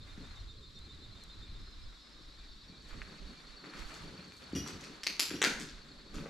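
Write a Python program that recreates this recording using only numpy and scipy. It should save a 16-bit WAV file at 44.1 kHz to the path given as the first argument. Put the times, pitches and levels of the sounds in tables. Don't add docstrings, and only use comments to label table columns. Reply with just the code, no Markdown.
import sys
import numpy as np
from scipy import signal
from scipy.fft import rfft, irfft, next_fast_len
from scipy.io import wavfile
from scipy.ndimage import uniform_filter1d

SR = 44100
rng = np.random.default_rng(int(sys.argv[2]) if len(sys.argv) > 2 else 0)


def attenuation_scalar(level_db):
    decades = np.asarray(level_db, float) / 20
    return 10 ** decades


def master_out(mix):
    frames = np.transpose(np.atleast_2d(mix))
    ceiling = np.clip(frames, -1, 1)
    pcm = np.round(ceiling * 32767).astype(np.int16)
    wavfile.write(sys.argv[1], SR, pcm)


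N = 277389
T = np.arange(N) / SR
SHADE = .5

# [t/s, low choir level/dB, high choir level/dB]
CHORUSES = [
    [(0, -71, -79), (1.1, -57, -67), (1.98, -57.5, -63), (2.53, -56, -59.5), (3.1, -60, -56.5),
     (3.93, -61, -54), (4.5, -64.5, -56), (5.75, -69, -61), (5.82, -71, -58), (6.29, -77, -59)],
]


def snaps():
    # [t/s, delay/s]
    floor_bounce = [(4.5, .0028), (5.0, .0033), (5.25, .0033), (5.4, .0026)]
    out, near = np.zeros((2, 2, N))
    sounds = grit() + chips() + shards(near) + kicks()
    for s, sound, direct_db, bounce_db in sounds:
        add(out, s, sound)
        add(near, s, (attenuation_scalar(direct_db) - 1) * signal.lfilter([1 - SHADE], [1, -SHADE], sound))
        add(near, s + curve(floor_bounce, s), attenuation_scalar(4 + bounce_db) * sound, 1)
    low_cut = signal.butter(2, 450, "high", fs=SR, output="sos")
    return signal.sosfilt(low_cut, room(out, tail_db=6.0) + near)


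def grit():
    # [t/s, level/dB, brightness/dB, hollowness/dB]
    grains = [(2.82, -67, 12, -1), (2.884, -85, 28, 5), (2.907, -53.5, -11, -2.5), (3.64, -58, -22.5, 2.5),
              (3.735, -52.5, -11, 5), (3.744, -69, 6, 1), (3.769, -56, -4, 1), (3.791, -58, 0.5, 12.5),
              (3.887, -60, -7, 16), (3.939, -54.5, -0.5, 9), (4.194, -52, -13, -11), (4.323, -72, 7, -2),
              (4.371, -80, 14.5, 4), (4.42, -51, -9, -11), (4.556, -45.5, 3, 4), (4.66, -55.5, -9.5, 15.5),
              (4.673, -44.5, 3, 0.5), (4.675, -46, 11.5, -5.5), (4.694, -57, 7, -8), (4.8077, -53, 11, -3),
              (4.837, -44.5, 1, 0), (5.3047, -38, -6.5, -3), (5.597, -50.5, 5.5, 11.5), (5.612, -42, 1, -1),
              (5.686, -45, 7, -25), (6.141, -51.5, -5.5, 8), (6.145, -55, 6, 4), (6.154, -52, 8, -4),
              (6.1815, -52, -11, 3), (6.257, -55, -16, 5)]
    lucks = rng.standard_normal((len(grains), 2, 513))
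    return [(s, crack(*manner_db, luck), 0, 0) for (s, *manner_db), luck in zip(grains, lucks)]


def chips():
    # [t/s, level/dB, f/Hz, width/Hz]
    splits = [
        (5.4366, -24.5, 1370, 500),
    ]
    return [(s, attenuation_scalar(db) * ring(hz, width), 9, 0) for s, db, hz, width in splits]


def shards(near):
    # [t/s, level/dB, direct above usual/dB, floor bounce above usual/dB, extra wall slap/dB]
    splits = [
        (5.0338, -33.5, 9, 3.5, -12),
        (5.067, -20, 7, 5, -10),
        (5.1952, -17, 4, 1, -10),
        (5.417, -16.5, 3, 0, 1.5),
        (5.438, -14, -9, 1.5, 2),
    ]
    # [f/Hz, level/dB]
    colours = [
        [(350, -59), (600, -39), (1700, -3), (2940, -1), (3560, -6), (5010, 3.5), (8320, -14), (11700, -16),
         (15800, -62)],
        [(350, -51), (600, -24.5), (2600, -0.5), (3420, -7), (4550, 1.5), (7560, -17.5), (10400, -35),
         (11600, -23), (15800, -61)],
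        [(350, -48), (600, -32), (2270, -1), (3020, -8), (4140, 2.5), (7770, -5), (9160, -14.5), (11200, -5),
         (15800, -34)],
        [(350, -47), (600, -25), (880, -7), (1630, 1), (3920, -1), (4430, -13), (6960, -3), (11700, -31),
         (15800, -47)],
        [(350, -46), (600, -6), (660, -14), (1020, -8), (1680, 1), (2600, -5.5), (5010, -3.5), (11600, -26.5),
         (15800, -46)],
    ]
    split_s, split_hz, slap_s = .0008, 2300, .0093
    bins = np.fft.rfftfreq(1024, 1 / SR)
    sounds = []
    for k, ((s, db, direct_db, bounce_db, slap_db), colour) in enumerate(zip(splits, colours)):
        late = split_s * np.sin(np.pi * bins / split_hz + 2 * k) ** 4
        sound = click(db + read(colour, bins), late)
        sounds.append((s, sound, direct_db, bounce_db))
        add(near, s + slap_s, attenuation_scalar(slap_db) * sound, 3)
    return sounds


def kicks():
    # [t/s, level/dB, pitch factor]
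    hits = [
        (4.551, -45.5, 1.002),
        (4.563, -41, 1.01),
        (4.579, -48, 1.003),
        (5.355, -48.5, .995),
    ]
    # [f/Hz, level/dB, t60/s]
    scrap = [(1965, -13, 0.048), (2470, -14, .04), (2874, -5, 0.044), (3220, -8, 0.034), (4660, -15, 0.035),
             (4883, -9.5, 0.043), (5760, -14.5, 0.55), (5695, -0.5, 0.053), (8812, -18, 0.028),
             (10000, -21, .025), (11130, -16, .04), (11700, -16, .025), (12900, -26, .04),
             (14700, -32, .05)]
    sounds = []
    for s, db, factor in hits:
        modes = [attenuation_scalar(g) * ring(hz * factor, width_of(t60), .3) for hz, g, t60 in scrap]
        sounds.append((s, attenuation_scalar(db) * sum(modes), 9, -10))
    return sounds


def crack(db, bright_db, hollow_db, luck):
    # [f/Hz, level/dB]
    grit_colour = [(400, -29), (900, -3.5), (1300, 1), (2600, 6), (3200, 3), (4300, 3.5), (5700, 3),
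                   (7400, -1), (8600, -10), (10000, -14), (11500, -15.5), (12800, -19), (14500, -45),
                   (17000, -95)]
    ends_hz = [1300, 8000]
    hz = np.fft.rfftfreq(1024, 1 / SR)
    uneven = evened(uniform_filter1d(luck, 16, 1))
    place = read(np.c_[ends_hz, [-1, 1]], hz)
    colour_db = read(grit_colour, hz) + db + bright_db * place + hollow_db * place ** 2
    return click(colour_db + 2.4 * uneven[0], late=.0005 * abs(uneven[1]))


def click(colour_db, late=0.):
    log_gain = np.log(attenuation_scalar(colour_db))
    mirrored = np.r_[log_gain, log_gain[-2:0:-1]]
    causal = np.exp(np.conj(signal.hilbert(mirrored)))[:len(log_gain)]
    phase = 2 * np.pi * np.cumsum(late + 0 * log_gain) * SR / 1024
    return 7 * irfft(causal * np.exp(-1j * phase))[:512]


def thuds():
    # [t/s, level/dB, f/Hz, width/Hz]
    heels = [(.177, -37.5, 191, 112), (2.695, -44, 156, 95), (3.116, -47.5, 170, 80), (3.215, -48, 180, 82),
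             (3.638, -46, 303, 117), (4.036, -42, 163, 98), (4.19, -49, 203, 100), (4.532, -30, 277, 115),
             (4.553, -29, 174, 99.3), (5.065, -46.5, 386, 148), (5.194, -41, 336, 152),
             (5.3117, -36.5, 322, 81), (5.331, -45, 310, 89.6), (5.3545, -41.5, 255, 110),
             (5.417, -30.5, 422, 149), (5.438, -31, 406, 152), (5.47, -37.5, 223, 50),
             (6.149, -46, 300, 90), (6.212, -51, 300, 70), (6.259, -43, 500, 100), (6.268, -46, 523, 110)]
    out = np.zeros((2, N))
    for s, db, hz, width in heels:
        add(out, s, attenuation_scalar(db + 9.5) * ring(hz, width, .06))
    return signal.sosfilt(signal.butter(4, 120, "high", fs=SR, output="sos"), out)


def slat():
    # [f/Hz, level/dB, t60/s]
    slat_modes = [(1387, -3, 0.29), (1460, -4.5, 0.76), (1615, -1, 0.24), (1750, -11, 0.63),
                  (1740, 0, 0.11), (1976, -8, 0.94), (1980, -11, 0.19), (2175, -4, 0.25), (2330, -6, 0.67),
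                  (2370, -6, 0.69), (2440, -9, 5.0), (2740, -7, 1.4)]
    # t/s, level/dB, longest t60/s
    blow = (5.446, -35.5, 0.35)
    s, hit_db, longest = blow
    out = np.zeros((2, N))
    for k, (hz, db, t60) in enumerate(slat_modes):
        mode = ring(hz, width_of(min(t60, longest)), .5)
        add(out, s + .0007 * k, attenuation_scalar(hit_db + db) * mode, 6 * (-1) ** k)
    return out


def tread():
    # [f/Hz, width/Hz, level/dB]
    board_modes = [(174, 18, 1), (184, 46, 2.5), (251, 140, -2), (300, 18, -0.5), (377, 37, -25),
                   (407.5, 35.4, 3.5), (542.7, 28, -0.5)]
    # [start t/s, hold/s, level/dB]
    pushes = [(0, 0.03, -60), (.185, 0.02, -59), (.44, 1.27, -63.5), (2.1, 0.056, -62), (2.2, 0.83, -71),
              (2.7, 0.13, -63), (2.96, 0.032, -54.5), (3.1, 0.22, -58.5), (3.4, 0.16, -61.5),
              (3.64, 0.1, -56.5), (3.75, 0.095, -53.5), (3.96, 0.2, -53.5), (4.2, 0.37, -60.5),
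              (4.55, 0.19, -48.5), (4.8, 0.17, -56.5), (5.1, 0.022, -54.5), (5.196, 0.035, -61),
              (5.31, 0.12, -49), (5.6, 0.076, -50.5), (5.86, 0.2, -58.5), (6.15, 0.12, -50.5)]
    push_shape = (300, 130, -81)

    def boards(hz, t):
        modes = sum(attenuation_scalar(2 * db) / (1 + (2 * (hz - f) / w) ** 2) ** 2 for f, w, db in board_modes)
        return 10 * np.log10(modes) - 0.72 * np.maximum(145 - hz, 0) + 0 * t

    coarse = T[::64]
    weight_db = np.interp(T, coarse, strokes(pushes, np.transpose(pushes)[2], push_shape, coarse))
    return attenuation_scalar(weight_db) * evened(hiss(boards, size=1024, patchy_db=2.5, flicker_db=2.0, apart=1.15))


def scuff():
    # [f/Hz, level/dB per Hz]
    sole_colour = [(290, -35), (500, -3.5), (821, -5.5), (1390, 0.5), (3220, -5), (4360, -5.5),
                   (4730, -6.5), (7160, -11.5), (9050, -19.5), (11900, -25.5), (13500, -34)]
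    # [start t/s, hold/s, level/dB]
    drags = [(0.072, 0.31, -64), (0.792, 0.43, -70.5), (1.17, 0.26, -69), (1.52, 0.44, -69.5),
             (2.054, 0.44, -70), (2.636, 0.15, -71), (2.889, 0.29, -62), (3.275, 0.27, -64),
             (3.654, .04, -61.5), (3.777, 0.024, -55.5), (3.89, 0.13, -57), (4.086, 0.17, -62.5),
             (4.42, 0.25, -62), (4.684, 0.018, -56.5), (4.802, 0.15, -61), (5.018, 0.98, -66),
             (6.15, 0.0087, -61), (6.162, .13, -64)]
    drag_shape = (180, 79, -85)
    # [start t/s, hold/s, level/dB]
    rustles = [
        (3.74, 0.087, -82),
        (3.86, .1, -79),
        (4.33, 0.062, -77.5),
        (6.147, 0.013, -80),
        (6.2, .01, -76),
    ]
    # [f/Hz, level/dB per Hz]
    sleeve_colour = [(4000, -7), (6500, -6), (8500, -9.5), (10000, -13.5), (11700, -12), (14000, -22),
                     (15500, -24), (17000, -60)]
    rustle_shape = (400, 170, -110)

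    def colour(hz, t):
        level_db = strokes(drags, np.transpose(drags)[2], drag_shape, t)
        tilt_db = np.minimum(-1.5 + 0.036 * (level_db + 56.0), .5)
        top_db = -np.maximum(hz - 13500, 0) / 120
        octaves = np.log2(np.clip(hz, 300, 7000) / 1500)
        sole_db = read(sole_colour, hz) + top_db + level_db + tilt_db * octaves
        rustle_db = strokes(rustles, np.transpose(rustles)[2], rustle_shape, t)
        sleeve_db = 4.5 + read(sleeve_colour, hz) + rustle_db
        return 20 * np.log10(np.hypot(attenuation_scalar(sole_db), attenuation_scalar(sleeve_db)))

    return attenuation_scalar(-5.) * hiss(colour, size=256, patchy_db=2.0, flicker_db=1.0)


def tick():
    # level/dB, f/Hz, length/s, level per echo/dB
    tap = (-29.5, 1950, .0012, -9)
    db, hz, length, echo_db = tap
    tap_s, wall_s = 3.0177, .0066
    out = np.zeros((2, N))
    for k in range(4):
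        add(out, tap_s + k * wall_s, attenuation_scalar(db + k * echo_db) * chirp(hz, length, 0, 0))
    return out


def fingers():
    # [t/s, level/dB, brightness/dB, hollowness/dB]
    touches = [(.79, -63, 12, 3), (1.2376, -63, 20, 5), (2.934, -62, 8, -6), (4.281, -69, 18, -0.5),
               (4.3214, -48, -4, 0), (4.338, -68, 18, 0), (4.3676, -60, 10, 4), (4.38, -66.5, 16, 0),
               (4.441, -66, 16, 2), (4.527, -62, 14, 0), (4.7756, -59, 0, -10)]
    out = np.zeros((2, N))
    for (s, *manner_db), luck in zip(touches, rng.standard_normal((len(touches), 2, 513))):
        add(out, s, crack(*manner_db, luck), 3.0)
    return out


def rumble():
    # [f/Hz, level/dB per Hz]
    rumble_colours = [
        [(10, -9), (20, 2), (32, 6), (50, 3), (70, -29), (100, -96)],
        [(35, -47), (55, -7), (75, -0.5), (110, -8.5), (140, -10.5), (200, -69)],
    ]
    # [start t/s, hold/s, deep level/dB, upper part above it/dB]
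    gusts = [(0, 0.049, -57, 8), (0.103, 0.22, -53, -0.5), (0.412, 0.052, -51, 0.5),
             (0.502, 0.6, -58.5, 3.5), (1.097, 0.06, -55, 2.5), (1.232, 0.12, -56, -23),
             (1.398, 0.22, -54, 2.5), (1.58, 0.052, -48, -11), (1.68, 0.12, -55.5, -6.5),
             (1.836, 0.028, -46, -8), (2.01, 0.21, -61.5, -8), (2.238, 0.13, -60.5, 0),
             (2.377, 0.16, -57, -14), (2.647, 0.2, -64.5, 6), (2.898, 0.15, -52, -4),
             (3.223, 0.027, -51.5, -15), (3.297, .03, -59, -14), (3.486, .03, -58, -27),
             (3.821, 0.04, -51.5, -10), (4.036, 0.024, -55, 2.5), (4.14, 0.34, -74, 12),
             (4.572, 0.027, -64, 19), (4.74, .03, -60.5, 7), (4.9, 0.26, -65.5, -18),
             (5.317, 0.065, -71, 14), (5.528, 0.11, -59, -22), (5.734, 0.052, -55.5, -4.5),
             (5.908, 0.25, -63.5, -5), (6.136, 0.069, -56, 4)]
    gust_shape = (206, 164, -101)
    # [t/s, level/dB, f/Hz, length/s]
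    jolts = [
        (6.15, -36, 31.6, 0.041),
    ]
    # [t/s, left minus right/dB]
    wind_lean = [(0.0, -1), (1.21, -2), (1.49, -0.5), (2.63, -1), (3.01, -7), (3.48, -7), (3.8, -9),
                 (4.17, 0), (5.71, -2), (6.29, -5)]

    def parts(hz, t):
        levels_db = []
        for k, colour in enumerate(rumble_colours):
            gust_db = [deep_db + k * upper_db for _, _, deep_db, upper_db in gusts]
            levels_db.append(read(colour, hz) + strokes(gusts, gust_db, gust_shape, t))
        return 20 * np.log10(np.hypot(*attenuation_scalar(levels_db)))

    lumps = attenuation_scalar(-2.0) * hiss(parts, size=2048, patchy_db=-0.5, flicker_db=2.5, apart=1.0)
    for s, db, hz, length in jolts:
        add(lumps, s, attenuation_scalar(db) * chirp(hz, length, 0, 0))
    return lumps * attenuation_scalar(np.outer([.5, -.5], curve(wind_lean, T)))


def crickets():
    # [length/s, pitch arch/Hz, pitch fall/Hz, left minus right/dB, stroke peak/dB]
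    manners = [
        (.045, 90, 30, 0, 4.5),
        (.048, 60, -40, -3, 4.5),
        (.05, 90, 200, 2, 5.5),
        (.03, 20, 120, 0, 5),
        (.11, 40, 60, 3, 1),
        (.04, 40, 110, -3, 3.5),
        (.04, 60, 40, 0, 4),
        (.04, 40, -50, -2, 4),
    ]
    overtone_db = [-40, -21, -40, -40, -40, -40, -22, -22]
    # [f/Hz, spread/Hz, period/s, length/s, pitch fall/Hz]
    choirs = [
        (3780, 170, .12, .04, 90),
        (4300, 70, .08, .03, 130),
    ]
    singers = [10, 5]
    out = np.zeros((2, N))
    for rows, (length, arch_hz, fall_hz, pan_db, peak_db), octave_db in zip(solos(), manners, overtone_db):
        for s, db, hz in rows:
            stroke = chirp(hz, length, arch_hz, fall_hz)
            stroke = stroke + attenuation_scalar(octave_db) * chirp(2 * hz, length, 2 * arch_hz, 2 * fall_hz)
            add(out, s - length / 2, attenuation_scalar(db + peak_db) * stroke, pan_db)
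    for k, (hz, spread_hz, period, length, fall_hz) in enumerate(choirs):
        choir = np.zeros((2, N))
        own_pitches = np.linspace(-1.5, 1.5, singers[k])
        for own, (pace, side) in zip(own_pitches, rng.uniform(-1, 1, (singers[k], 2))):
            luck = rng.standard_normal((120, 3))
            times = np.cumsum(period * (1 + .15 * pace + .12 * luck[:, 0])) - period
            for s, (_, loud, sharp) in zip(times[times < T[-1]], luck):
                stroke = chirp(hz + spread_hz * (own + 0.324 * sharp), length, 80, fall_hz)
                add(choir, s, attenuation_scalar(2.2 * loud) * stroke, 3.5 * side)
        out += attenuation_scalar(curve(CHORUSES[0], T, count=k + 1) - 9.0) * evened(choir)
    return out


def solos():
    # [t/s, level/dB]
    high = [(.039, -61), (.128, -62), (.221, -62), (.316, -61), (.404, -59), (.494, -63), (.585, -65),
            (.675, -62), (.769, -59.5), (.857, -59.5), (1.036, -62), (1.13, -63), (1.225, -59.5),
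            (1.315, -61), (1.404, -63), (1.497, -61), (1.682, -60)]
    low = [(0, -62.5), (.105, -62), (.25, -61), (.378, -61), (.508, -57), (.642, -58.5), (.778, -56),
           (.908, -57.5), (1.043, -58.5), (1.172, -60.5), (1.306, -59), (1.438, -57.5), (1.565, -61.5)]
    falling = [(.828, -63), (.935, -63), (1.034, -63), (1.128, -62), (1.233, -61.5), (1.335, -61),
               (1.429, -64), (1.531, -64), (1.633, -66), (1.737, -66), (1.827, -66), (1.93, -75),
               (2.036, -70)]
    stray = [
        (.406, -71),
        (.523, -77),
        (.758, -69),
    ]
    # [t/s, level/dB]
    croaks = [(.121, -70), (.262, -71), (.863, -73), (1.212, -72), (1.488, -69), (1.806, -70), (2.426, -69),
              (2.733, -69), (2.911, -68), (3.274, -70), (3.375, -66), (3.524, -72), (3.738, -64),
              (3.932, -65), (4.062, -66), (4.195, -67), (4.338, -65), (4.444, -68)]
    near_hz = [4165, 3628, 3990, 5660, 2360]
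    # [first stroke t/s, period/s, strokes, f/Hz]
    steady = [
        (1.623, .1013, 11, 5170),
        (.098, .131, 7, 3845),
        (.02, .1315, 11, 3760),
    ]
    skipped = [
        [0, 1, 3, 4, 7, 8],
        [],
        [],
    ]
    steady_db = [-68, -66, -66.5]
    uneven_db, uneven_hz, uneven_s = 1.2, 12, .003
    near = [high, low, falling, stray, croaks]
    out = [[(s, db, hz) for s, db in rows] for rows, hz in zip(near, near_hz)]
    for (first, period, count, hz), rests, db in zip(steady, skipped, steady_db):
        late, loud, sharp = rng.standard_normal((count, 3)).T
        times = first + period * np.arange(count) + uneven_s * late
        rows = np.c_[times, db + uneven_db * loud, hz + uneven_hz * sharp]
        out.append(np.delete(rows, rests, axis=0))
    return out


def pairs():
    # [first t/s, period/s, pairs]
    doubles = [
        (2.32, .099, 8),
        (3.117, .0966, 33),
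    ]
    hz, gap_s, length = 4465, .028, .021
    out = np.zeros((2, N))
    for first, period, count in doubles:
        for k, luck in enumerate(rng.standard_normal((count, 2))):
            for early, loud in zip([gap_s, 0], luck):
                stroke = chirp(hz, length, 60, 120)
                add(out, first + k * period - early - length / 2, attenuation_scalar(1.5 * loud) * stroke)
    return attenuation_scalar(curve(CHORUSES[0], T, count=2) + 0.5) * out


def chirp(hz, length, arch_hz, fall_hz):
    u = np.linspace(0, 1, round(length * SR))
    pitch = hz + arch_hz * (np.sin(np.pi * u) - .6) - fall_hz * (u - .5)
    return np.sin(2 * np.pi * np.cumsum(pitch) / SR) * np.sin(np.pi * u)


def trills():
    # [from t/s, to t/s, f/Hz, width/Hz, level/dB]
    far_lines = [
        (1.35, 2.691, 5130, 30.5, -73),
        (1.405, 4.5, 5660, 59.5, -80),
    ]
    out = np.zeros((2, N))
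    for s, end, hz, width, db in far_lines:
        t = np.arange(round((end - s) * SR)) / SR
        fuzz = uniform_filter1d(rng.standard_normal((2, N)), int(SR / width), axis=1)[:, :len(t)]
        line = evened(fuzz[0] * np.cos(2 * np.pi * hz * t) + fuzz[1] * np.sin(2 * np.pi * hz * t))
        add(out, s, attenuation_scalar(db) * line * signal.windows.tukey(len(t), .4), -2.5)
    return out


def night():
    # [f/Hz, level/dB per Hz]
    air = [(82, -44), (120, -32), (150, -1), (304, -1.5), (711, -29), (1060, -8), (2990, -15.5), (3610, -3),
           (4360, -3.5), (6010, -20.5), (7400, -19), (10000, -35.5), (11600, -30), (12800, -37),
           (14200, -76), (22000, -120)]
    steady = hiss(lambda hz, t: read(air, hz) + 0 * t, size=1024, patchy_db=0.05, flicker_db=0.65)
    return attenuation_scalar(-60) * evened(steady)


def room(x, tail_db, start=.011, early=0.89, apart=0.67):
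    # [f/Hz, t60/s]
    dying = [(150, 0.36), (400, 0.44), (1300, 0.63), (3000, 0.49), (6000, 0.48), (12000, 0.38)]
    echo_s = [.0059, .0088, .0097, .0103, .0112, .0185, .0245, .031]
    # [level/dB, left minus right/dB]
    echo_levels = [(-22, -4), (-6, -4), (-3, 4), (1, 3), (-5, -4), (-13, 3), (-9, -3), (-9, 3)]
    build_s = .014
    taps = np.zeros((3, SR))
    at = np.arange(round(start * SR), SR - 50, 16) + rng.integers(0, 12, (3, 1))
    at = at + rng.integers(0, 14, at.shape)
    np.put_along_axis(taps, at, rng.standard_normal(at.shape), 1)
    taps = 0.92 * taps[0] + apart * taps[1:]
    taps = taps * np.clip(.35 + (np.arange(SR) / SR - start) / build_s, 0, 1)
    hz, t, z = signal.stft(taps, SR, nperseg=256)
    tail = signal.istft(z * attenuation_scalar(-60 * t / read(dying, hz)[:, None]), SR, nperseg=256)[1]
    tail = attenuation_scalar(tail_db) * tail / np.linalg.norm(tail[0])
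    tail[:, :12] += (1 - SHADE) * SHADE ** np.arange(12)
    for s, (db, pan_db) in zip(echo_s, echo_levels):
        for ear, sign in enumerate([1, -1]):
            tail[ear, round(s * SR - sign * pan_db / 7)] += early * attenuation_scalar(db + sign * pan_db / 2)
    return signal.fftconvolve(x, tail, axes=1)[:, :N]


def hiss(level, size, patchy_db, flicker_db, apart=0.78):
    # [f/Hz, likeness 0-1]
    likeness = [(30, 0.84), (70, 1), (180, 0.8), (550, 0.71), (1650, 0.48), (4970, 0.79), (15000, 0.47)]
    hop = size // 4
    hz, t = np.fft.rfftfreq(size, 1 / SR)[:, None], np.arange(N // hop + 5) * hop / SR
    a, b, c, d, patches = rng.standard_normal((len(t), len(hz), 5)).T
    patches = evened(uniform_filter1d(uniform_filter1d(patches, 8, 0), 8, 1))
    flicker = np.tanh(evened(uniform_filter1d(rng.standard_normal(len(t)), 5)))
    same = np.clip(apart * read(likeness, hz), -1, 1)
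    left = a + 1j * b
    z = np.array([left, same * left + np.sqrt(1 - same ** 2) * (c + 1j * d)])
    z *= attenuation_scalar(level(hz, t) + patchy_db * patches + flicker_db * flicker)
    return signal.istft(z, nperseg=size, noverlap=size - hop)[1][:, :N]


def strokes(rows, levels_db, shape, t):
    rise, fall, rest_db = shape
    s, hold = np.transpose(rows)[:2, :, None]
    before, after = np.maximum(s - t, 0), np.maximum(t - s - hold, 0)
    each_db = np.asarray(levels_db)[:, None] - rise * before - fall * after
    return 10 * np.log10(attenuation_scalar(2 * rest_db) + attenuation_scalar(2 * each_db).sum(0))


def ring(hz, width, length=.03):
    t = np.arange(round(length * SR)) / SR
    return np.sin(2 * np.pi * hz * t) * np.exp(-np.pi * width * t) * (1 - np.exp(-3 * hz * t))


def width_of(t60):
    return np.log(1000) / np.pi / t60


def evened(x):
    return x / np.sqrt(np.mean(x ** 2) + 1e-20)


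def read(points, hz):
    f, value = np.transpose(points)
    return np.interp(np.log(hz + 1), np.log(f + 1), value)


def curve(table, t, count=1):
    columns = np.transpose(table)
    return np.interp(t, columns[0], columns[count])


def add(mix, s, sound, pan_db=0.):
    part = mix[:, max(round(s * SR), 0):][:, :len(sound)]
    part += attenuation_scalar([[pan_db / 2], [-pan_db / 2]]) * sound[:part.shape[1]]


def scene():
    steps = snaps() + slat() + room(thuds(), tail_db=2.0, start=.016, early=0.2, apart=0.1)
    steps = steps + tread() + scuff()
    camera = tick() + fingers() + rumble()
    outside = crickets() + pairs() + trills() + night()
    return steps + camera + outside


def roll_off(x):
    return signal.sosfilt(signal.butter(12, 15990, fs=SR, output="sos"), x)


def record(dry):
    # [f/Hz, level/dB]
    mic_top = [(13600, 0), (16000, -18)]
    # [f/Hz, left minus right/dB]
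    left_treble = [(5000, 0.5), (8000, 3.5)]
    size = next_fast_len(N)
    hz = np.fft.rfftfreq(size, 1 / SR)
    port_db = read(mic_top, hz) + np.outer([.5, -.5], read(left_treble, hz))
    mix = irfft(rfft(dry, size) * attenuation_scalar(port_db), size)[:, :N]
    return roll_off(mix)


dry = scene()
out = record(dry)
master_out(out)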